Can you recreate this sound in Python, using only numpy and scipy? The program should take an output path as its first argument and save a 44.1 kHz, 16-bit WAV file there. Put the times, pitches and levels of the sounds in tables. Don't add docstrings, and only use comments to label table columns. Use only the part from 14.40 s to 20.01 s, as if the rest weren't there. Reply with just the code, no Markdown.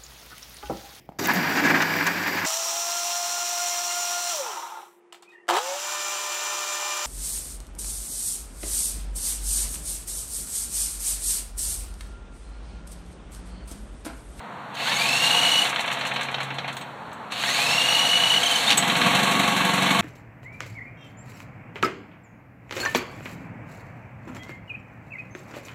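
import sys
import numpy as np
from scipy import signal
from scipy.fft import rfft, irfft
from scipy.io import wavfile
from scipy.ndimage import uniform_filter1d

SR = 44100
rng = np.random.default_rng(int(sys.argv[2]) if len(sys.argv) > 2 else 0)


def nominal_scale(level):
    x = np.asarray(level, float) / 20
    return 10 ** x


def log_audio(samples):
    frames = np.atleast_2d(samples).T
    limited = np.clip(frames, -1, 1)
    pcm = np.round(limited * 32767).astype(np.int16)
    wavfile.write(sys.argv[1], SR, pcm)


N = 247401
T = np.arange(N) / SR

# start in s, release in s, top gear pitch in Hz, engine cycle phase at release (0-1).
PULLS = [
    (0.358, 1.232, 2943, 0.23),
    (2.926, 3.981, 2943, 0.89),
]
TEETH_PER_CYCLE = 302
TRIGGER_S = 0.069


def curve(rows, quiet=-120):
    s, *cols = np.transpose(rows)
    out = []
    for c in cols:
        before = min(c[0], quiet) if c[0] < 0 else c[0]
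        after = min(c[-1], quiet) if c[-1] < 0 else c[-1]
        out.append(np.interp(T, s, c, left=before, right=after))
    return out


def unit(x):
    return x / np.sqrt(np.mean(x ** 2))


def colour(x, points):
    hz, db = np.transpose(points)
    size = 8192
    freqs_hz = np.fft.rfftfreq(size, 1 / SR)
    log_gain = np.interp(np.log(freqs_hz + 1), np.log(hz), db) * np.log(10) / 20
    cep = irfft(log_gain)
    cep[1:size // 2] *= 2
    cep[size // 2 + 1:] = 0
    impulse = irfft(np.exp(rfft(cep)))
    return signal.fftconvolve(x, impulse)[:len(x)]


def ring(x, hz, width_hz):
    return signal.lfilter(*signal.iirpeak(hz, hz / width_hz, SR), x)


def walk(rate_hz):
    k = int(SR / rate_hz)
    steps = np.repeat(rng.standard_normal(N // k + 1), k)
    smooth = uniform_filter1d(uniform_filter1d(steps, k), k)
    return unit(smooth[:N])


def gate(start_s, end_s, rise_s, fall_s):
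    return np.clip(np.minimum((T - start_s) / rise_s, 1 - (T - end_s) / fall_s), 0, 1)


def bursts(rows):
    env, t = np.zeros(N), np.arange(SR // 3) / SR
    for s, db, rise_s, t60_s in rows:
        i = int(s * SR)
        rise = np.minimum(t / max(rise_s, 1e-4), 1)
        decay_db = -60 * np.maximum(t - rise_s, 0) / max(t60_s, .01)
        env[i:i + len(t)] += (rise * nominal_scale(db + decay_db))[:N - i]
    return env


def grit(spread_db):
    sizes = np.minimum(rng.exponential(size=N // 24 + 1), 3)
    return unit(rng.standard_normal(N) * nominal_scale(spread_db * np.repeat(sizes, 24)[:N]))


def garden():
    # frequency in Hz, level in dB.
    traffic = [(40, -20.5), (105, -7.5), (200, -2), (370, -10), (900, -0.5), (1400, -6), (2200, -14.5),
               (3000, -20.5), (4300, -23), (4800, -38.5), (8000, -35.5), (10000, -43), (15500, -50)]
    # time in s, pitch in Hz, level in dB.
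    far_motor = [(0, 141, -54), (.7, 136.7, -43), (1.3, 135.3, -49.5), (2, 136, -42.5), (2.7, 133.7, -47.5),
                 (3.4, 130.5, -49), (4, 132.6, -44), (5.61, 131.2, -53)]
    traffic_db = -39.5 - 1.5
    hz, db = curve(far_motor)
    turn = 2 * np.pi * np.cumsum(hz * (1 + 0.008 * walk(8.97))) / SR
    out = np.sin(turn) * nominal_scale(db + 3.0 * walk(4.47))
    for swell_hz in (3.0, 12.0):
        noise = unit(colour(rng.standard_normal(N), traffic))
        out += noise * nominal_scale(traffic_db + 0.43 * walk(swell_hz))
    return out


def wall_echo(near):
    t = T[:SR // 4]
    tail = rng.standard_normal(SR // 4) * nominal_scale(-60 * t / 0.28) * (t > .012)
    return nominal_scale(-42.5) * signal.fftconvolve(near, tail)[:N]


def gas_leak():
    # time in s, level in dB, rise in s, t60 in s.
    leaks = [(2.335, -56, .03, .3)]
    return unit(ring(rng.standard_normal(N), 14800.0, 900.)) * bursts(leaks)


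def clinks():
    # time in s, peak in dB.
    scrapes = [(2.3655, -29.5), (2.4089, -32), (2.7285, -34), (4.3715, -8), (4.376, -11), (4.3955, -25)]
    # frequency in Hz, level in dB, t60 in s.
    socket = [(6460, -20, 0.15), (6640, -9, 5.0), (7750, -2, 0.089), (8300, -6.5, 0.1), (10800, -27, 0.14),
              (10430, -32, 0.46), (12200, -25, 0.4), (12900, -26, 0.13)]
    hits = grit(2.0) * bursts([(s, db, .002, .05) for s, db in scrapes])
    steel = sum(nominal_scale(db) * ring(hits, hz, 3.7 / min(t60_s, .12)) for hz, db, t60_s in socket)
    return nominal_scale(15.5) * steel + nominal_scale(-16) * hits


def shaft():
    # time in s, shaft turns in Hz, exhaust level in dB.
    run = [(4.3, 22.5, -44), (4.55, 22.5, -30), (4.6, 19.5, -37), (4.65, 21.6, -27), (4.72, 23.4, -28),
           (4.81, 25, -29.5), (4.96, 24.2, -28.5), (5.23, 23.05, -31), (5.61, 23.8, -27)]
    firing_s = 4.994
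    hz, db = curve(run)
    turns = np.cumsum(hz) / SR
    return turns - turns[int(firing_s * SR)], db


def exhaust():
    # multiple of the shaft rate, level in dB.
    muffler = [(1, -47), (2, -45), (3, -28), (4, -27), (5, -17.5), (6, -9), (7, -10.5), (8, -1), (9, -4.5),
               (10, -23), (11, -16), (12, -10.5), (13, -41), (14, -20.5), (15, -20), (16, -14)]
    # frequency in Hz, width in Hz, level in dB.
    shield_modes = [(715, 10, -11), (1117, 45, 4)]
    turns, db = shaft()
    throb = 0
    for k, harmonic_db in muffler:
        level = nominal_scale(harmonic_db + 1.1 * walk(15))
        delay = 0.055 * (k - 7) ** 2
        throb = throb + level * np.cos(2 * np.pi * k * (turns - .15) - delay + 0.35 * walk(19))
    throb = unit(throb) * (1 + 0.17 * np.cos(np.pi * (turns - .15)))
    pulses = np.diff(np.floor(turns), prepend=0) * (T > 4.3)
    shake = unit(pulses) + 1.8 * rng.standard_normal(N)
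    shield = unit(sum(nominal_scale(d) * ring(shake, hz, width_hz) for hz, width_hz, d in shield_modes))
    return nominal_scale(db) * (throb + nominal_scale(-4) * shield)


def casing(x, ring_db):
    # frequency in Hz, width in Hz, level in dB.
    mode_rows = [(501, 22, -2), (691.6, 5.8, 0.5), (711.4, 12.7, 0.5), (822, 10, -2), (903, 18, -2.5),
                 (1111, 19.4, -3.5), (1636, 37, -7.5), (2024, 23, -11.5), (2212, 24, -4), (2444, 27, -8.5),
                 (2671, 65, -6), (3100, 116, -9), (3476, 44, -10), (3786, 10, -0.5), (3850, 22, -27),
                 (4204, 22, -1.5)]
    # frequency in Hz, level in dB.
    plates = [(200, -32), (330, -33), (450, -8), (700, -1.5), (1460, -2), (2230, -2), (4100, -7),
              (4700, -24), (6000, -24.5), (9000, -41), (15000, -76)]
    modes = sum(nominal_scale(db) * ring(x, hz, width_hz) for hz, width_hz, db in mode_rows)
    return colour(x + nominal_scale(ring_db) * modes, plates)


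def pull(start_s, end_s, top_hz, phase):
    run_up_s, let_go_s = .157, 0.0149
    speed = np.maximum(1 - np.exp(-np.maximum(T - start_s, 0) / run_up_s), .25)
    cycles = np.cumsum(top_hz * speed) / SR / TEETH_PER_CYCLE
    return speed, gate(start_s, end_s, TRIGGER_S, let_go_s), cycles - cycles[int(end_s * SR)] + phase


def coasting():
    # time in s, knocks in dB, chuff in dB.
    coast = [
        (1.2917, -0.3, -23.5),
        (1.404, -1, -23),
        (1.5262, -1.5, -24.5),
        (1.6665, -0.2, -24),
        (1.829, -1, -27),
        (2.0295, -2.3, -28.5),
        (2.3263, -4, -30.5),
    ]
    # phase 0-1, knock in dB, brightness in dB (bright noise up, dull noise down), t60
    # in s, chuff in relative dB.
    valves = [
        (.321, -13, -5.5, 0.086, -30),
        (.463, -35, -2, .09, -8),
        (.61, -8, 3.5, 0.071, -16),
        (.8, -15.5, -6.5, .08, -26),
        (0.896, -11, -2, 0.16, -5.5),
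    ]
    valve_lead = 0.0043
    rise_s, opening_t60_s, puff_t60_s = 0.002, .1, 0.14
    s, knock_db, chuff_db = np.transpose(coast)
    near_s = T[int(s[0] * SR):int(s[-1] * SR)]
    cycles = np.polyval(np.polyfit(s, np.arange(len(s)), deg=4), near_s)
    knocks = []
    chuffs = [(at, db, rise_s, opening_t60_s) for at, db in zip(s, chuff_db)]
    for k in range(len(s) - 1):
        for phase, db, tilt, t60_s, puff_db in valves:
            at = np.interp(k + phase - valve_lead * k, cycles, near_s)
            knocks.append((at, db + knock_db[k], t60_s, tilt))
            chuffs.append((at, puff_db + chuff_db[k], rise_s, puff_t60_s))
    return knocks, chuffs


def cranking():
    phase, db, t60_s, tilt = (0.45, -9.5, 0.04, 4)
    knocks = []
    for row in PULLS:
        speed, on, turned = pull(*row)
        snaps = np.diff(np.floor(turned - phase)) > 0
        fast = (on * speed > .75)[1:]
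        knocks += [(at, db, t60_s, tilt) for at in T[1:][snaps & fast]]
    return knocks


def tappets():
    from_s, level_db, scatter_db, t60_s = 4.64, -14.5, 3, 0.079
    beats = T[1:][(np.diff(np.floor(shaft()[0])) > 0) & (T[1:] > from_s)]
    chance = rng.standard_normal((64, 2))
    return [(at, level_db + scatter_db * c[0], t60_s, 4 * c[1]) for at, c in zip(beats, chance)]


def strokes():
    # time in s, peak in dB, t60 in s, brightness
    # in dB (bright noise up, dull noise down).
    jolts = [(0.3467, -27, 0.23, 4), (0.4719, -9, 0.17, 1), (0.5163, -11, 0.11, 7),
             (1.2513, -11.5, 0.17, 6.5), (2.3668, -16.5, 0.067, 2), (2.4112, -25.5, 0.14, 6),
             (2.7135, -31, 0.12, 3), (2.9021, -26, 0.11, 4), (2.92, -13.5, 0.1, 2), (2.9589, -30, 0.12, 8),
             (3.0352, -9.5, 0.075, 5.5), (3.0886, -10, 0.06, -1), (3.1859, -16, 0.08, -2),
             (3.2248, -14, 0.078, 4), (4.2786, -11.5, 0.063, 6), (4.3723, -5.5, 0.081, 3),
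             (4.4226, -9.5, 0.08, 8), (4.4965, -4.5, 0.13, 2.5), (4.5514, -6, 0.08, 2),
             (4.612, -4.5, 0.33, 0.1)]
    # time in s, peak in dB, t60 in s.
    coughs = [
        (2.3658, -30.5, 0.14),
        (2.9185, -25, 0.13),
        (4.0318, -19, .089),
        (4.0637, -35, .084),
        (4.1086, -24, 0.12),
        (4.166, -30, 0.09),
        (4.2438, -31, 0.19),
        (4.3051, -23, 0.095),
    ]
    knocks, chuffs = coasting()
    knocks = list(jolts) + knocks + cranking() + tappets()
    chuffs = [(s, db, 0.002, t60_s) for s, db, t60_s in coughs] + chuffs
    return knocks, chuffs


def knocking(knocks):
    out = np.zeros(N)
    for treble_db, sign in ((-8.0, -1), (7.0, 1)):
        noise = unit(casing(colour(grit(1.5), [(700, -2.5), (2400, 0), (4200, treble_db)]), 5.4))
        out += noise * bursts([(s, db - 17 + sign * tilt, .0028, t60_s) for s, db, t60_s, tilt in knocks])
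    return out


def air_flow(chuffs, rattle_db, running, puff):
    # frequency in Hz, level in dB per Hz.
    hiss = [(2350, -15), (4000, -2.5), (4330, -7.5), (4800, -20.5), (6220, -12.5), (7810, -11.5),
            (10100, -18.5), (11900, -23), (15500, -28.5)]
    # start in s, end in s.
    driven_spans = [
        (.48, 1.305),
        (2.981, 6),
    ]
    driven = sum(gate(a, b, 0.073, .03) for a, b in driven_spans)
    coast_db = -47.5 + 2.2 * (rattle_db + 27.5)
    air_db = driven * (rattle_db - 8.5) + (1 - driven) * coast_db
    air = unit(colour(grit(1.0), hiss))
    air += 0.68 * running * ring(air, 11900.0, 780.0)
    flow = nominal_scale(air_db) * (1 + 0.94 * running * (puff - .4))
    return air * (flow + bursts([(s, db - 9.5, rise_s, t60_s) for s, db, rise_s, t60_s in chuffs]))


def engine():
    # time in s, casing rattle in dB.
    effort = [(.28, -57), (.38, -35.5), (.59, -27.5), (1.07, -25), (1.26, -28.5), (1.35, -31.5),
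              (1.72, -32), (2.09, -38), (2.46, -46), (2.76, -81), (2.97, -42), (3.1, -29.5), (3.28, -27),
              (4.17, -25.5), (4.44, -24.5), (4.75, -21), (5.28, -23), (5.61, -22)]
    rattle_db, = curve(effort)
    knocks, chuffs = strokes()
    turns, run_db = shaft()
    running = np.clip((run_db + 50) / 8, 0, 1)
    beat = uniform_filter1d(np.exp(-(turns % 1) / 0.38), size=220)
    puff = beat * (1 + .5 * np.cos(np.pi * np.floor(turns)))
    rattle = unit(casing(grit(1.7) * nominal_scale(0.78 * walk(29.92)), 9.4))
    rattle = rattle * (1 + 0.5 * running * (beat - .4))
    rumble_points = [(60, -33.0), (140, -2.0), (260, 5.5), (420, -12.5), (900, -33.5)]  # (Hz, dB)
    rumble = unit(colour(rng.standard_normal(N), rumble_points))
    rumble_db = -43.5 + 0.43 * (rattle_db + 26.5) + 8.5 * running
    out = nominal_scale(rattle_db) * rattle + nominal_scale(rumble_db) * rumble
    return out + air_flow(chuffs, rattle_db, running, puff) + knocking(knocks)


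def socket_chatter():
    # time in s, level in dB, rise in s, t60 in s.
    chatter = [(4.292, -17, 0.0027, .06), (4.303, -15, 0.0022, .05), (4.3105, -15, 0.00083, 0.024),
               (4.319, -16, 0.0016, 0.059), (4.326, -23, .003, 0.061)]
    return unit(ring(ring(grit(2.6), 3050.0, 1600.0), 2650.0, 3000.0)) * bursts(chatter)


def trigger():
    # time in s, pitch in Hz, gear noise in dB.
    dragged = [
        (4.0, 3004, -36),
        (4.1, 3123, -27),
        (4.2, 3206, -27),
        (4.27, 3430, -27),
        (4.31, 3100, -29),
        (4.345, 2790, -38),
    ]
    # phase 0-1, load in dB, length in cycles.
    grips = [(.15, 3.5, .095), (.35, -0.5, 0.15), (.53, 1.5, 0.13), (.72, 1, .11), (.865, 2, .11)]
    whine_db, whine_slow_db = -20 + 3.5, -22
    gear_full_db, gear_slow_db = -26.5, 1.5
    grip_scatter_db, grip_slack_cycles, spin_out_s = 1.23, 0.013, 0.072
    pitch, gear_db = curve(dragged)
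    whine, gear, load, sag = 0, nominal_scale(gear_db), np.zeros(N), np.zeros(N)
    for start_s, end_s, top_hz, phase in PULLS:
        speed, on, cycles = pull(start_s, end_s, top_hz, phase)
        pitch = np.where(on > 0, top_hz * speed, pitch)
        whine = whine + on * nominal_scale(whine_db + whine_slow_db * np.sqrt(1 - speed))
        gear_on = gate(start_s - .02, end_s, TRIGGER_S, spin_out_s)
        gear = gear + gear_on * nominal_scale(gear_full_db + gear_slow_db * (1 - speed))
        cycles = cycles[on > 0]
        for at, db, length in grips:
            count = np.round(cycles - at)
            chance = rng.standard_normal((128, 2))[count.astype(int) % 128].T
            place = (cycles - at - count - grip_slack_cycles * chance[0]) / length
            grip = np.exp(-(place / .56) ** 4)
            load[on > 0] += nominal_scale(db + grip_scatter_db * chance[1]) * grip
            sag[on > 0] += place * length * grip * TEETH_PER_CYCLE / top_hz
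    return pitch, whine, gear, load, sag


def drill():
    # time in s, level in dB, length in s, from Hz, to Hz.
    slips = [(4.036, -15, 0.012, 3276, 3020), (4.069, -15, 0.019, 3240, 2973),
             (4.119, -18, 0.024, 3180, 3020), (4.161, -15.5, 0.02, 3150, 2980),
             (4.283, -16, 0.023, 3550, 3780)]
    # frequency in Hz, gain in dB.
    housing = [(110, -36), (170, 0.3), (2000, -25), (3000, -1), (4200, 1.5), (5800, -2.5), (6250, 2.5),
               (6500, 11), (6800, -12.5), (9000, 0.5), (14000, -12)]
    # multiple of the mesh pitch, level in dB over gear noise.
    mesh = [(2, -5), (3, -9.5), (4, -20), (5, -17), (.0605, -14)]
    # frequency in Hz, level in dB per Hz.
    gear_noise = [(710, -37), (1200, -18), (2510, -9.5), (2860, -6), (3210, -9.5), (4380, -3.5),
                  (4720, -15), (4980, -5), (5610, -23), (6440, -13.5), (15500, -31.5)]
    pitch, whine, gear, load, sag = trigger()
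    whine = whine * (0.081 + load)
    teeth = gear * (0.27 + 0.54 * load) * (T < 4)
    for s, db, length_s, start_hz, end_hz in slips:
        place = (T - s) / length_s
        pitch = np.where(abs(place) < 1, start_hz + (end_hz - start_hz) * (place + .5), pitch)
        yelp = nominal_scale(db) * np.exp(-(2 * place) ** 2)
        whine = whine + yelp
        teeth = teeth + 0.28 * yelp
    turn = 2 * np.pi * np.cumsum(pitch * (1 - 3.3 * sag)) / SR
    out = whine * nominal_scale(walk(150)) * np.sin(turn + .35 * walk(250))
    housing_hz, housing_db = np.transpose(housing)
    for k, db in mesh:
        partial_db = db + np.interp(k * pitch, housing_hz, housing_db) + 2.5 * walk(90)
        out += teeth * nominal_scale(partial_db) * np.sin(k * turn + 0.44 * k * walk(250))
    noise = unit(colour(grit(2.4), gear_noise))
    dull = signal.sosfilt(signal.butter(2, 3500., fs=SR, output="sos"), noise)
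    brightness = np.minimum(pitch / 2600, 1) ** 0.83
    return out + gear * nominal_scale(walk(39.83)) * (dull + (noise - dull) * brightness)


def scene():
    near = drill() + socket_chatter() + engine() + exhaust() + clinks() + gas_leak()
    return (near + wall_echo(near) + garden())[None]


def band_limit(x):
    return signal.sosfilt(signal.butter(12, 15780, fs=SR, output="sos"), x)


def record(dry):
    thin = signal.sosfilt(signal.butter(2, 70., "highpass", fs=SR, output="sos"), dry)
    notched = signal.sosfilt(signal.butter(3, [4780., 5230.], "bandstop", fs=SR, output="sos"), thin)
    topped = signal.sosfilt(signal.ellip(8, .3, 60, 15500, fs=SR, output="sos"), notched)
    return band_limit(topped)


dry = scene()
out = record(dry)
log_audio(out)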